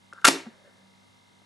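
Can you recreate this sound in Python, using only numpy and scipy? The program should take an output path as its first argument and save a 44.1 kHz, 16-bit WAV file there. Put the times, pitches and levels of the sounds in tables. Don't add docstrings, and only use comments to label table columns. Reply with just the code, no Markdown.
import sys
import numpy as np
from scipy import signal
from scipy.fft import rfft, irfft, next_fast_len
from scipy.io import wavfile
from scipy.ndimage import map_coordinates

SR = 44100
rng = np.random.default_rng(int(sys.argv[2]) if len(sys.argv) > 2 else 0)


def level_to_linear(level):
    exponent = np.asarray(level, float) / 20
    return 10 ** exponent


def wrap_up_sound(samples):
    columns = np.atleast_2d(samples).T
    tamed = np.clip(columns, -1, 1)
    steps = np.round(tamed * 32767).astype(np.int16)
    wavfile.write(sys.argv[1], SR, steps)


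N = 63945
LOW_CUT_HZ = 150


def unit(x):
    return x / np.sqrt(np.mean(x ** 2) + 1e-20)


def along(points, hz):
    f, value = np.transpose(points)
    return np.interp(np.log(hz + 1), np.log(f + 1), value)


def envelope(rows):
    s, db = np.transpose(rows)
    return level_to_linear(np.interp(np.arange(N) / SR, s, db, left=-200, right=-200))


def wobble(rate):
    knots = rng.standard_normal(int(N * rate / SR) + 4)
    return map_coordinates(knots, [np.arange(N) * rate / SR])


def filtered(x, response):
    m = next_fast_len(N + SR // 2)
    return irfft(rfft(x, m) * response(np.fft.rfftfreq(m, 1 / SR)), m)[..., :N]


def high_pass(x, hz, order=2):
    return filtered(x, lambda f: (1j * f / (hz + 1j * f)) ** order)


def ring(modes, attack_s, scatter_db=0, detune=0):
    t = np.arange(SR // 2) / SR
    chance = rng.standard_normal((len(modes), 2))
    out = np.zeros(len(t))
    for (hz, db, t60), (louder, sharper) in zip(modes, chance):
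        decay = level_to_linear(db + scatter_db * louder - 60 * t / t60)
        out += decay * np.sin(2 * np.pi * hz * (1 + detune * sharper) * t)
    return (1 - np.exp(-t / attack_s)) * out


def add(track, s, x):
    part = track[round(s * SR):][:len(x)]
    part += x[:len(part)]


# frequency in Hz, width in Hz, level in dB, lag in seconds.
MOTOR = [(820, 120, -5, .002), (950, 50, 1, 0), (1180, 150, -7, .003), (1650, 200, -13, .008),
         (2090, 120, 0, 0), (2780, 100, -11, .006), (3330, 110, -8, .012), (3710, 160, -4, .015),
         (4150, 100, -10, .009)]
# multiple of the mains frequency, level in dB.
HUM = [(2, -73.5), (3, -78.5), (5, -76.5)]
# frequency in Hz, density in dB per Hz.
HISS = [(25, -29.5), (150, -6.5), (370, -12.5), (900, -13.5), (2400, -20), (4500, -17.5), (11000, -27.5),
        (13000, -31.5)]


def camera():
    t = np.arange(N) / SR
    mains_hz, buzz_start_s, pulse_count = 50, .0155, 80
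    times = buzz_start_s + np.arange(pulse_count) / mains_hz
    strengths = level_to_linear(.5 * rng.standard_normal(pulse_count))
    pulses = np.bincount(np.round(times * SR).astype(int), strengths)[:N]

    def motor_body(f):
        total = 0
        for centre, width, db, lag in MOTOR:
            resonance = 1j * f * width / (centre * centre - f * f + 1j * f * width)
            total = total + level_to_linear(db) * resonance ** 2 * np.exp(-2j * np.pi * f * lag)
        return total

    buzz = level_to_linear(-67.5) * unit(filtered(pulses, motor_body))
    hum = np.zeros(N)
    for multiple, db in HUM:
        hum += level_to_linear(db + 4 + 1.2 * wobble(8)) * np.cos(2 * np.pi * multiple * mains_hz * (t - buzz_start_s))
    drone_hz, drone_db = 193, -67
    drone = level_to_linear(drone_db + 3 * wobble(12)) * np.sin(2 * np.pi * drone_hz * t + .74 * wobble(4.3))
    mid, side = filtered(rng.standard_normal((2, N)), lambda hz: level_to_linear(along(HISS, hz)))
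    side = level_to_linear(3) * side
    hiss = level_to_linear(-60 + .3 * wobble(18)) * unit(np.array([mid + side, mid - side]))
    return buzz + hum + drone + hiss


def jolt():
    out = np.zeros(N)
    hz = 45
    add(out, .247, level_to_linear(-54.5) * ring([(hz, 0, .1), (hz / 2, 0, .2)], .003))
    return out * level_to_linear([[2], [-2]])


# frequency in Hz, t60 in seconds.
ROOM = [(150, 0.16), (500, .35), (1500, 0.37), (4000, 0.32), (10000, 0.25)]


def room(x):
    delay_s, likeness = .004, .55
    hz, t, z = signal.stft(rng.standard_normal((2, SR // 2)), SR, nperseg=256)
    fading = z * level_to_linear(-60 * t / along(ROOM, hz)[:, None])
    a, b = signal.istft(fading, SR, nperseg=256)[1]
    turn = np.arccos(likeness) / 2
    common, apart = np.cos(turn) * a, np.sin(turn) * b
    tail = np.array([common + apart, common - apart]) / np.linalg.norm(a)
    late = np.pad(x, (round(delay_s * SR), 0))
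    return signal.fftconvolve(late[None], tail, axes=1)[:, :N]


def near(x):
    t = np.arange(SR // 10) / SR
    t60 = .05
    tail = rng.standard_normal(len(t)) * level_to_linear(-60 * t / t60)
    return level_to_linear(-12) * signal.fftconvolve(x, tail / np.linalg.norm(tail))[:N]


# time in seconds, level in dB.
BRUSH = [(.42, -87), (.5, -61), (.58, -68), (.65, -60), (.73, -66.5), (.85, -71.5), (.97, -88)]
# frequency in Hz, level in dB.
CLOTH = [(100, -46), (300, -12), (560, -1), (1000, -25), (1700, -7), (2400, -27), (8000, -46), (12000, -49)]


def sleeve():
    cloth = filtered(rng.standard_normal(N), lambda hz: level_to_linear(along(CLOTH, hz)))
    return envelope(BRUSH) * level_to_linear(2.613 * wobble(30)) * unit(cloth)


# frequency in Hz, level in dB.
PANELS = [(170, -12), (275, -2.5), (330, -3.5), (384, -2.5), (445, -10.5)]
# time in seconds, level in dB.
BOOM = [(.283, -51), (.295, -34), (.36, -33.5), (.38, -41), (.42, -48.5), (.45, -59), (.5, -54.5)]


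def boom():
    t = np.arange(N) / SR
    out = np.zeros(N)
    for hz, db in PANELS:
        out += level_to_linear(db + 4 * wobble(35)) * np.sin(2 * np.pi * hz * t + wobble(30))
    return envelope(BOOM) * out


# time in seconds, level in dB.
TAPS = [(.1310, -48), (.1345, -45), (.2165, -58), (.4572, -48), (.4600, -46), (.4637, -44), (.4662, -38),
        (.4705, -45), (1.4175, -55)]
# frequency in Hz, level in dB, t60 in seconds.
LID = [(400, -2, .02), (560, -2, .025), (700, -1, .022), (890, -3, .02), (1150, -5, .018), (1420, -6, .018),
       (1900, -9, .015), (2500, -14, .012)]


def finger():
    out = np.zeros(N)
    for s, db in TAPS:
        add(out, s, level_to_linear(db) * ring(LID, .0008, 3, .04))
    bounce_hz, bounce_t60 = 231, .082
    add(out, .4662, level_to_linear(-25) * ring([(bounce_hz, 0, bounce_t60)], .0034))
    return high_pass(out, LOW_CUT_HZ)


# time in seconds, level in dB.
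RATTLE = [(.244, -41), (.25, -21), (.262, -24), (.28, -12.5), (.292, -35), (.31, -37.5), (.34, -49)]
# frequency in Hz, level in dB, t60 in seconds.
SHELL = [(1080, -7, .015), (1740, -8, .012), (2200, -4, .022), (2765, -3, .02), (3100, -4, .012),
         (3650, -6, .008), (4450, -5, .008), (4900, -8, .006), (5690, -8, .006), (6500, -9, .005),
         (7300, -9, .005), (8200, -9, .005), (9100, -9, .005)]


def rattle():
    rate_hz = 1500
    chance, direction = rng.random((2, N))
    knocks = (chance < rate_hz / SR) * np.sign(direction - .5)
    body = ring([(hz, db, t60 / 2) for hz, db, t60 in SHELL], .0001)
    body[:3] = 9, 4, -4
    rattling = signal.fftconvolve(envelope(RATTLE) * unit(knocks), body / np.linalg.norm(body))[:N]
    return high_pass(rattling, 400)


# frequency in Hz, level in dB, t60 in seconds.
SPRING = [(1380, 0, .03), (1270, -7, .02), (1520, -4, .022)]
# time in seconds, level in dB.
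CREAK = [(.138, -75), (.15, -58.5), (.166, -54.5), (.174, -60), (.184, -43.5), (.2, -51), (.214, -66.5),
         (.222, -51), (.24, -62.5)]
# start in seconds, then spring twang, plastic click and cabinet thud, all in dB.
CONTACTS = [(0.1266, -30, -73, -76), (.1300, -38.5, -71, -72), (.1335, -50, -47.5, -60.5),
            (0.2156, -60, -53, -70), (.2415, -37, -59, -72.5), (0.2446, -2.5, -21.5, -53),
            (0.2481, -17, -8, -44.5), (0.2496, -1.5, -18, -48), (0.2524, -11, -2.5, -43.5),
            (0.2556, -3.5, -12.5, -48.5), (0.2626, -19.5, -18, -47), (.2697, -8, -13.5, -41),
            (0.2771, -18.5, -7.5, -33), (0.2808, -32, -8, -7), (0.285, -26, -8, -17),
            (0.2889, -33.5, -19.5, -40)]


def spring():
    slips = rng.standard_normal(N) * level_to_linear(3 * wobble(250))
    out = envelope(CREAK) * unit(signal.fftconvolve(slips, ring(SPRING, .0015))[:N])
    for s, spring_db, *_ in CONTACTS:
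        overtone = ring([(2784, -2.5 + spring_db, .015)], .0011)
        add(out, s, level_to_linear(spring_db) * (ring(SPRING, .0012, 1) + overtone))
    return out


# frequency in Hz, level in dB, t60 in seconds.
CABINET = [(217, -3, 0.049), (282, 2.5, .045), (323, -3, 0.012), (546, -4, 0.03), (691, -2.5, 0.02998),
           (860, -9, .03), (1190, -9.5, 0.042)]


def lid():
    out, cracks = np.zeros(N), np.zeros(N)
    t = np.arange(SR // 2) / SR
    crack_t60, dull_hz = .015, 7000
    for s, _, click_db, thud_db in CONTACTS:
        add(cracks, s, level_to_linear(click_db + 5.5 - 60 * t / crack_t60) * rng.standard_normal(len(t)))
        thud = level_to_linear(thud_db) * ring(CABINET, .0008, 3.6)
        click = level_to_linear(click_db - 8) * ring(SHELL, .0001, 2, .04)
        add(out, s, thud + click)
    dulled = filtered(cracks, lambda hz: 1 / (1 + 1j * hz / dull_hz))
    return high_pass(out + dulled, LOW_CUT_HZ, order=6)


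# frequency in Hz, side over mid as a ratio.
PAN = [(60, .3), (250, -.06), (600, .12), (1300, .1), (3000, .02)]


def scene():
    twang = spring()
    hard = filtered(lid() + rattle(), lambda hz: 1 / (1 + (hz / 11000) ** 8))
    plastic = hard + sleeve() + finger()
    deck = twang + plastic + boom()
    scatter = high_pass(near(plastic + .6 * twang), 350)
    side = filtered(deck, lambda hz: along(PAN, hz)) + scatter
    echo = level_to_linear(-9.5) * high_pass(room(plastic + level_to_linear(-12) * twang), 200)
    return np.array([deck + side, deck - side]) + echo + jolt() + camera()


def band_limit(x):
    return signal.sosfilt(signal.butter(12, 13170, fs=SR, output="sos"), x)


def record(dry):
    limit, top_hz, stereo_top_hz = .8, 12150, 3900
    dry = dry / (1 + np.abs(dry / limit) ** 3) ** (1 / 3)
    mid = filtered((dry[0] + dry[1]) / 2, lambda hz: 1 / (1 + (hz / top_hz) ** 40))
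    side = filtered((dry[0] - dry[1]) / 2, lambda hz: 1 / (1 + (hz / stereo_top_hz) ** 80))
    mix = np.array([mid + side, mid - side])
    return band_limit(mix)


dry = scene()
out = record(dry)
wrap_up_sound(out)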